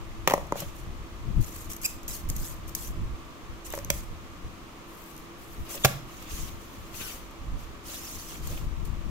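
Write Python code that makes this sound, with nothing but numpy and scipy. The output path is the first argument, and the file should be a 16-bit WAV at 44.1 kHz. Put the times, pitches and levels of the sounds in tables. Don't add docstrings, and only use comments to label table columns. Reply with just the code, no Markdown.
import sys
import numpy as np
from scipy import signal
from scipy.fft import rfft, irfft, next_fast_len
from scipy.io import wavfile
from scipy.ndimage import uniform_filter1d

SR = 44100
rng = np.random.default_rng(int(sys.argv[2]) if len(sys.argv) > 2 else 0)


def wav_out(sig):
    wavfile.write(sys.argv[1], SR, np.round(np.clip(np.atleast_2d(sig).T, -1, 1) * 32767).astype(np.int16))


N = 401298
CUTOFF_HZ = 15700


def from_db(db):
    return 10 ** (np.asarray(db) / 20)


def pan(db):
    return from_db([[db / 2], [-db / 2]])


def unit_rms(x):
    return x / np.sqrt(np.mean(x ** 2) + 1e-20)


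def in_time(points):
    return np.interp(np.arange(N) / SR, *np.transpose(points))


def at_hz(points, hz):
    point_hz, value = np.transpose(points)
    return np.interp(np.log(np.maximum(hz, 1)), np.log(point_hz), value)


def drift(rate_hz):
    steps = unit_rms(rng.standard_normal(N // 8))
    return np.interp(np.arange(N) / SR * rate_hz, np.arange(len(steps)), steps)


def colour(x, spectrum, size=1024):
    gain = from_db(at_hz(spectrum, np.fft.rfftfreq(size, 1 / SR)))
    cepstrum = irfft(np.log(gain))[:size // 2]
    cepstrum[1:] *= 2
    response = irfft(np.exp(rfft(cepstrum, size)))[:size // 2]
    return signal.oaconvolve(x, response[None], axes=-1)[:, :x.shape[-1]]


def stereo_noise(coherence, size=N):
    padded = next_fast_len(size, True)
    mid, side = rfft(rng.standard_normal((2, padded)))
    alike = np.clip(at_hz(coherence, np.fft.rfftfreq(padded, 1 / SR)), 0, 1)
    spectra = np.sqrt(1 + alike) * mid + np.sqrt(1 - alike) * side * [[1], [-1]]
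    return unit_rms(irfft(spectra, padded)[:, :size])


def resonate(x, hz, width_hz):
    r = np.exp(-np.pi * width_hz / SR)
    poles = [1, -2 * r * np.cos(2 * np.pi * hz / SR), r * r]
    return signal.lfilter(np.array([1, 0, -1]) * (1 - r * r) / 2, poles, x + 1e-18)


def at_level(x, db):
    return from_db(db) * x * np.sqrt(.005 * SR / np.mean(np.sum(x ** 2, axis=-1)))


def add(out, start_s, sound):
    at = int(start_s * SR)
    out[:, at:at + sound.shape[1]] += sound[:, :N - at]


def strokes(rows, attack_s, release_db_per_s, arch_db=6.5):
    t, power = np.arange(0, N, 32) / SR, 1e-12
    for start_s, length_s, db in rows:
        rise = np.clip((t - start_s) / attack_s, 0, 1)
        progress = np.clip((t - start_s) / length_s, 0, 1)
        release_db = release_db_per_s * np.maximum(t - start_s - length_s, 0)
        power += (rise * from_db(db - arch_db * (2 * progress - 1) ** 2 - release_db)) ** 2
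    return np.interp(np.arange(N) / SR, t, np.sqrt(power))


# frequency in Hz, channel coherence 0-1.
ROOM_COHERENCE = [(40, 0), (150, 1), (500, 0.47), (1100, 0.37), (2500, 0)]
# frequency in Hz, gain in dB.
FAN_SPECTRUM = [(30, -2), (130, -1), (280, 3), (380, 0), (470, -1.5), (800, -3.5), (1150, 3), (1320, -2),
                (1500, -7.5), (2400, -9.5), (4000, -16), (6500, -22.5), (10000, -27), (15500, -22)]


def fan(air_db=-45.5, hum_db=-56, hum_hz=333.4, waver_hz=5.69, flutter_db=2.5):
    air = unit_rms(colour(stereo_noise(ROOM_COHERENCE), FAN_SPECTRUM, size=8192))
    phase = 2 * np.pi * np.cumsum(hum_hz + waver_hz * drift(40)) / SR
    hum = unit_rms(np.sin(phase) * from_db(flutter_db * drift(22)))
    return from_db(air_db) * air + from_db(hum_db) * hum * pan(-3)


# time in seconds, level in dB before trim.
GRIP_REST = [(0.0, -38.5), (2.05, -45), (2.51, -36.5), (3.45, -50.5), (3.83, -39), (5.09, -57.5),
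             (5.58, -46.5), (8.31, -48), (8.64, -37), (9.1, -50)]
# start in seconds, length in seconds, level in dB, left minus right in dB.
GRIP_SHIFTS = [(1.23, 0.17, -33, 9), (1.349, 0.084, -28, 12), (2.223, 0.2, -32.5, -2),
               (2.86, 0.29, -33, -2), (3.483, 0.072, -41.5, 7), (3.624, 0.52, -45, -13),
               (4.434, 0.047, -36, 5), (5.568, 0.075, -33.5, 0), (6.267, 0.27, -36, 5),
               (7.4, 0.29, -37.5, -3), (8.383, 0.17, -33, 5), (8.587, 0.65, -35.5, 11.5)]
# frequency in Hz, gain in dB.
CASE_SPECTRUM = [(12, -4.5), (30, 1), (55, -3.5), (90, -7.5), (160, -16.5), (300, -25), (700, -56.5),
                 (2000, -66)]
# frequency in Hz, channel coherence 0-1.
CASE_COHERENCE = [(20, 0.09), (300, 0.52)]


def grip(rest_trim_db=-1, lumpy_db=3.5, creak_hz=98, creak_db=-9.5):
    shoves = stereo_noise(CASE_COHERENCE) * from_db(lumpy_db * drift(30))
    resting = from_db(in_time(GRIP_REST) + rest_trim_db) * pan(2)
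    shifting = []
    for side in (1, -1):
        rows = [(s, length_s, db + side * pan_db / 2) for s, length_s, db, pan_db in GRIP_SHIFTS]
        shifting.append(strokes(rows, attack_s=0.013, release_db_per_s=260))
    force = np.hypot(resting, shifting)
    rumble = unit_rms(colour(shoves, CASE_SPECTRUM, size=8192))
    creak = unit_rms(resonate(resonate(shoves, creak_hz, 48), creak_hz, 48))
    return (rumble + from_db(creak_db) * creak * force / force.max()) * force


# frequency in Hz, channel coherence 0-1.
NEAR_COHERENCE = [(100, 0.95), (1000, 0.81), (3000, 0.53), (15000, 0.2)]


def contact(crush_s, snap, rise_s=0.00045, size=4096):
    t = np.arange(size) / SR
    slips = stereo_noise(NEAR_COHERENCE, size) * np.exp(-t / crush_s) * (1 - np.exp(-t / rise_s))
    slips /= np.sqrt(np.sum(slips ** 2) / 2)
    return slips + snap * (t == 0)


# start in seconds, panel, hollow, crack and thump levels in dB,
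# crush time in seconds, left minus right of the ringing in dB, panel pitch ratio.
CARTON_KNOCKS = [(0.2748, -12, -29, -15, -33, 0.0026, -1, 1),
                 (0.2825, -25, -34, -32, -36, 0.0012, -1, 1.08),
                 (0.2985, -24, -36, -28, -40, 0.0025, 1, 1.1), (0.3082, -24, -31, -28, -42, 0.002, -1, 1),
                 (0.3122, -24, -32, -36, -42, 0.0025, 0, 0.9),
                 (0.3198, -23.5, -38, -32, -45, .002, -3, 1.02),
                 (0.3369, -11.5, -23, -22.5, -28, 0.0008, 0, 1.02),
                 (0.340, -20, -30, -28, -36, 0.001, 0, 1.05), (0.3782, -27, -33, -46, -39, 0.001, 0, 1),
                 (0.5224, -18, -29, -37, -34, 0.0009, -1, 1.06), (0.556, -33, -36, -46, -42, .003, 0, 0.9),
                 (0.621, -37, -35, -42, -36, 0.005, 2, 0.89),
                 (3.737, -31.5, -32, -36, -52, 0.0075, -1.5, 0.95),
                 (3.776, -38, -31, -50, -55, 0.0015, 3, 0.96), (3.7885, -50, -40, -35, -55, 0.001, -6, 1),
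                 (3.902, -28.5, -25, -13, -31, 0.0022, -6, 1.22),
                 (5.745, -36, -35, -44, -47, 0.03, -2, 0.6), (5.8472, -15, -22, -9, -17, 0.0035, -2, 0.82),
                 (5.8505, -16, -30, -18, -30, .0025, 0, 1.43),
                 (5.854, -19.5, -16, -15.5, -16, 0.0035, -3, 0.6)]
# frequency in Hz, width in Hz, gain in dB.
PANEL_MODES = [(296, 210, -7), (523, 158, -1.5), (880, 157, 4), (1150, 210, 0), (1880, 280, -1),
               (2350, 560, -4), (2850, 600, -5.5)]
# frequency in Hz, gain in dB.
CRACK_SPECTRUM = [(100, -5.5), (300, -3), (900, 1.5), (1700, 5), (2400, 4.5), (3200, 0.5), (4100, 2),
                  (5400, 4), (7000, 2), (9500, -1), (15500, 9)]


def knocks():
    out = np.zeros((2, N))
    for start_s, panel_db, hollow_db, crack_db, thump_db, crush_s, pan_db, pitch in CARTON_KNOCKS:
        force, push = contact(crush_s, snap=1.3), contact(crush_s, snap=0.89)
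        tilt_db_per_octave = 0.79 * min(crack_db - panel_db - 0.5, 0)
        panels = 0
        for k, (hz, width_hz, db) in enumerate(PANEL_MODES):
            gain = from_db(db + tilt_db_per_octave * max(np.log2(hz / 1000), 0))
            panels += (-1) ** k * gain * resonate(force, hz * pitch, width_hz)
        crack = at_level(colour(contact(crush_s, snap=0.2), CRACK_SPECTRUM), crack_db)
        hollow = at_level(resonate(push, hz=560, width_hz=46), hollow_db)
        thump = at_level(resonate(push, hz=150, width_hz=75), thump_db)
        ringing = at_level(panels, panel_db) - hollow - thump
        add(out, start_s, ringing * pan(pan_db) + crack)
    return out


def room(x, tail_db=-13, boom_db=-9.5, build_s=0.0008, size=32768):
    treble_t60_s, mid_t60_s, boom_t60_s = 0.35, 0.43, 0.55
    treble_hz, boom_hz, boom_width_hz = 7040, 140, 130
    t = np.arange(size) / SR
    echoes = stereo_noise(ROOM_COHERENCE, size) * (1 - np.exp(-t / build_s))
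    dull = signal.sosfiltfilt(signal.butter(2, treble_hz, fs=SR, output="sos"), echoes)
    tail = dull * from_db(-60 * t / mid_t60_s) + (echoes - dull) * from_db(-60 * t / treble_t60_s)
    modes = resonate(resonate(echoes, boom_hz, boom_width_hz), boom_hz, boom_width_hz)
    boom = modes * from_db(-60 * t / boom_t60_s)
    response = (from_db(tail_db) * tail + from_db(boom_db) * boom) / np.sqrt(np.sum(tail ** 2) / 2)
    return signal.oaconvolve(x, response, axes=-1)[:, :N]


def rasp(x, depth_db, size=512):
    frames = signal.stft(x, nperseg=size)[2]
    patches = rng.standard_normal(frames.shape[1:])
    patches = uniform_filter1d(uniform_filter1d(patches, size=4, axis=0), size=3, axis=1)
    return signal.istft(frames * from_db(depth_db * unit_rms(patches)), nperseg=size)[1][:, :N]


def friction(slips, spectrum, grain_db, pressure_db):
    rough = slips * from_db(grain_db * drift(2500) + pressure_db * drift(90))
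    return unit_rms(colour(rough, spectrum, size=2048))


# start in seconds, length in seconds, hiss in dB, scrape in dB.
CARD_SLIDES = [(0.34, .03, -57, -55), (0.545, 0.083, -36.5, -40.5), (3.685, 0.1, -57, -45),
               (5.63, 0.2, -51, -45), (5.81, 0.14, -56, -41.5), (6.047, 0.47, -50, -51),
               (6.095, 0.03, -50, -47), (6.263, 0.23, -40, -48), (6.517, 0.74, -55.5, -58),
               (6.595, 0.03, -45, -55), (6.697, 0.03, -48, -55), (6.915, 0.25, -37.5, -43),
               (7.55, 0.11, -53, -56), (7.829, 0.22, -38, -45), (7.993, 0.31, -39.5, -53.5),
               (8.245, 0.15, -42, -49), (8.398, 0.21, -42, -49.5)]
# frequency in Hz, gain in dB.
HISS_SPECTRUM = [(300, -12), (1200, -10), (2700, -7), (4000, -1), (6300, 2.5), (8000, -1), (9500, -1.5),
                 (12500, 2), (15500, 4.5)]
SCRAPE_SPECTRUM = [(150, 1.5), (550, 4.5), (900, -0.5), (1400, 0), (2800, 3.5), (4500, -4), (8000, -30),
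                   (15000, -6)]


def sliding(noise, attack_s=0.046, release_db_per_s=175):
    slides = np.array(CARD_SLIDES)
    hiss_gain = strokes(slides[:, [0, 1, 2]], attack_s, release_db_per_s)
    scrape_gain = strokes(slides[:, [0, 1, 3]], attack_s, release_db_per_s)
    slips = rasp(noise, depth_db=3)
    hiss = friction(slips, HISS_SPECTRUM, grain_db=0.5, pressure_db=0.8)
    scrape = friction(slips[:, ::-1], SCRAPE_SPECTRUM, grain_db=-1, pressure_db=3.5)
    return hiss_gain * hiss + scrape_gain * scrape


# start in seconds, level in dB, crush time in seconds.
CREASE_TICKS = [(0.469, -52, .002), (0.603, -31, .004), (0.783, -52, .003), (1.701, -37, 0.0049),
                (1.732, -35.5, 0.0047), (1.764, -38, 0.0037), (1.815, -40, .005), (1.833, -34, 0.0059),
                (1.849, -32, .005), (1.86, -25, 0.0029), (2.031, -45, .004), (2.079, -30, 0.0063),
                (2.289, -38, 0.0014), (2.2995, -27, 0.0016), (2.364, -33, 0.0039), (2.678, -46, .006),
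                (2.693, -42, .003), (2.750, -23, 0.0028), (3.703, -38, 0.001), (3.725, -35, .001),
                (3.751, -36, .001), (3.847, -36, 0.00083), (5.039, -49, .001), (5.116, -55, .001),
                (5.164, -46, .002), (5.178, -46, 0.0014), (6.224, -43, .004), (7.31, -53, .004),
                (8.472, -36, 0.0036)]
# frequency in Hz, gain in dB.
TICK_SPECTRUM = [(300, -19), (2000, -2), (3800, -6), (5000, 1), (6300, 7.5), (10000, 0.5), (13000, 14),
                 (15500, 6)]


def ticks():
    out = np.zeros((2, N))
    for start_s, db, crush_s in CREASE_TICKS:
        add(out, start_s, at_level(colour(contact(crush_s, snap=0.18), TICK_SPECTRUM), db))
    return out


def crackle(snaps_per_s=900, spread_db=8, level_db=-11):
    snaps = (rng.random(N) < snaps_per_s / SR) * rng.standard_normal(N)
    snaps *= from_db(rng.uniform(-spread_db, spread_db, N))
    return from_db(level_db) * unit_rms(colour(snaps[None], TICK_SPECTRUM))


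# start in seconds, length in seconds, level in dB.
RUSTLES = [(0.74, 0.071, -52), (1.40, 0.11, -41.5), (1.50, 0.16, -41), (1.688, 0.062, -39),
           (1.81, 0.12, -37), (2.075, 0.11, -33.5), (2.283, 0.034, -36.5), (2.345, 0.19, -38),
           (2.668, .03, -43.5), (2.745, 0.14, -38), (3.643, 0.047, -38.5), (3.73, 0.064, -44),
           (3.912, 0.088, -40), (4.87, 0.38, -53), (5.37, 0.3, -54), (5.685, 0.09, -37.5),
           (5.76, 0.12, -44), (8.845, 0.014, -42)]
# frequency in Hz, gain in dB.
RUSTLE_SPECTRUM = [(300, -10), (1200, -1.5), (2500, -2.5), (4000, -1), (5200, 1), (6300, 1.5), (8000, 3.5),
                   (9500, 2), (12500, 6.5), (15500, 8)]


def rustling(noise):
    gain = strokes(RUSTLES, attack_s=0.01, release_db_per_s=263)
    hiss = friction(rasp(noise, depth_db=4.2), RUSTLE_SPECTRUM, grain_db=2.5, pressure_db=2.5)
    return gain * (hiss + crackle())


# middle in seconds, length in seconds, slip rate in Hz, glide in Hz per second,
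# share of rate lost at the ends, level in dB, overtone corner in Hz, drop at the ends in dB,
# jitter as a share of rate.
CARD_SQUEAKS = [(1.837, .024, 2370, 4000, 0.0073, -43, 13000, 20, 0.03),
                (1.855, 0.028, 2543, 1000, 0.011, -23.5, 13000, 24, 0.029),
                (5.843, 0.012, 3570, 0, 0.029, -25, 5000, 14, 0.026),
                (7.025, 0.06, 1530, 2200, .06, -45.5, 3000, 6, .065),
                (7.08, 0.06, 1440, -3500, .05, -45, 3000, 7, .065),
                (8.076, .026, 5330, -12000, 0.034, -46, 5200, 17, 0.037),
                (8.519, .07, 587, 6500, 0, -50, 600, 12, 0.044)]
# frequency in Hz, gain in dB.
SQUEAK_SPECTRUM = [(1400, -2), (2600, 0), (4400, -5), (5200, -1), (7700, 3), (10200, -4), (12800, -2),
                   (16000, -14)]


def squeaks(rough_db=3.5, fall_db_per_octave=18):
    out, t = np.zeros((2, N)), np.arange(N) / SR
    waver, rough = drift(900), from_db(rough_db * drift(1200))
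    for middle_s, length_s, hz, glide_hz_per_s, sag, db, corner_hz, edge_db, jitter in CARD_SQUEAKS:
        on = np.abs(t - middle_s) < length_s / 2
        offset_s = t[on] - middle_s
        slack = (2 * offset_s / length_s) ** 2
        slip_hz = (hz * (1 - sag * slack) + glide_hz_per_s * offset_s) * (1 + jitter * waver[on])
        phase = 2 * np.pi * np.cumsum(slip_hz) / SR
        tone = 0
        for k in range(1, 6):
            if k * hz < CUTOFF_HZ:
                fall_db = fall_db_per_octave * max(np.log2(k * hz / corner_hz), 0)
                tone += from_db(at_hz(SQUEAK_SPECTRUM, k * hz) - fall_db) * np.sin(k * phase)
        out[:, on] += unit_rms(tone * rough[on]) * from_db(db - edge_db * slack)
    return out


# time in seconds, left minus right in dB.
HAND_PAN = [(3.9, 0), (4.9, 7), (5.5, 6), (5.7, 1.5), (6.4, 0.5), (7.0, 4.5), (7.9, 0.5)]


def scene():
    contacts = squeaks() + knocks() + ticks()
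    background = grip() + fan()
    reverb = room(contacts)
    noise = stereo_noise(ROOM_COHERENCE)
    hand_gains = from_db(in_time(HAND_PAN) * [[.5], [-.5]])
    return background + contacts + reverb + (sliding(noise) + rustling(noise)) * hand_gains


# frequency in Hz, gain in dB.
LEFT_PORT_SPECTRUM = [(100, 2), (700, -1), (880, -2), (1150, -2), (3500, 1), (6000, -2), (8500, 1),
                      (11000, 3), (13000, 2.5), (15500, -3)]
RIGHT_PORT_SPECTRUM = [(100, 2.5), (700, -2), (880, -4.5), (1150, -3), (3300, 1.5), (3950, 0.5), (5000, 2),
                       (6600, 7.5), (9000, 1), (11500, -8.5), (15500, -28)]
# frequency in Hz, phase lag in radians.
LEFT_LAG = [(100, 0.1), (280, 0.08), (540, 0.33), (830, 0.76), (1100, 0.78), (2000, 1.47), (3200, 2.5),
            (6000, 5.5), (12000, 6)]


def record(dry, ceiling=0.8):
    size = next_fast_len(N, True)
    lag_rad = at_hz(LEFT_LAG, np.fft.rfftfreq(size, 1 / SR))
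    left = irfft(rfft(dry[:1], size) * np.exp(-1j * lag_rad), size)[:, :N]
    heard = np.vstack([colour(left, LEFT_PORT_SPECTRUM), colour(dry[1:], RIGHT_PORT_SPECTRUM)])
    rounded = ceiling * np.tanh(heard / ceiling)
    return signal.sosfilt(signal.ellip(10, .3, 80, CUTOFF_HZ, fs=SR, output="sos"), rounded)


dry = scene()
out = record(dry)
wav_out(out)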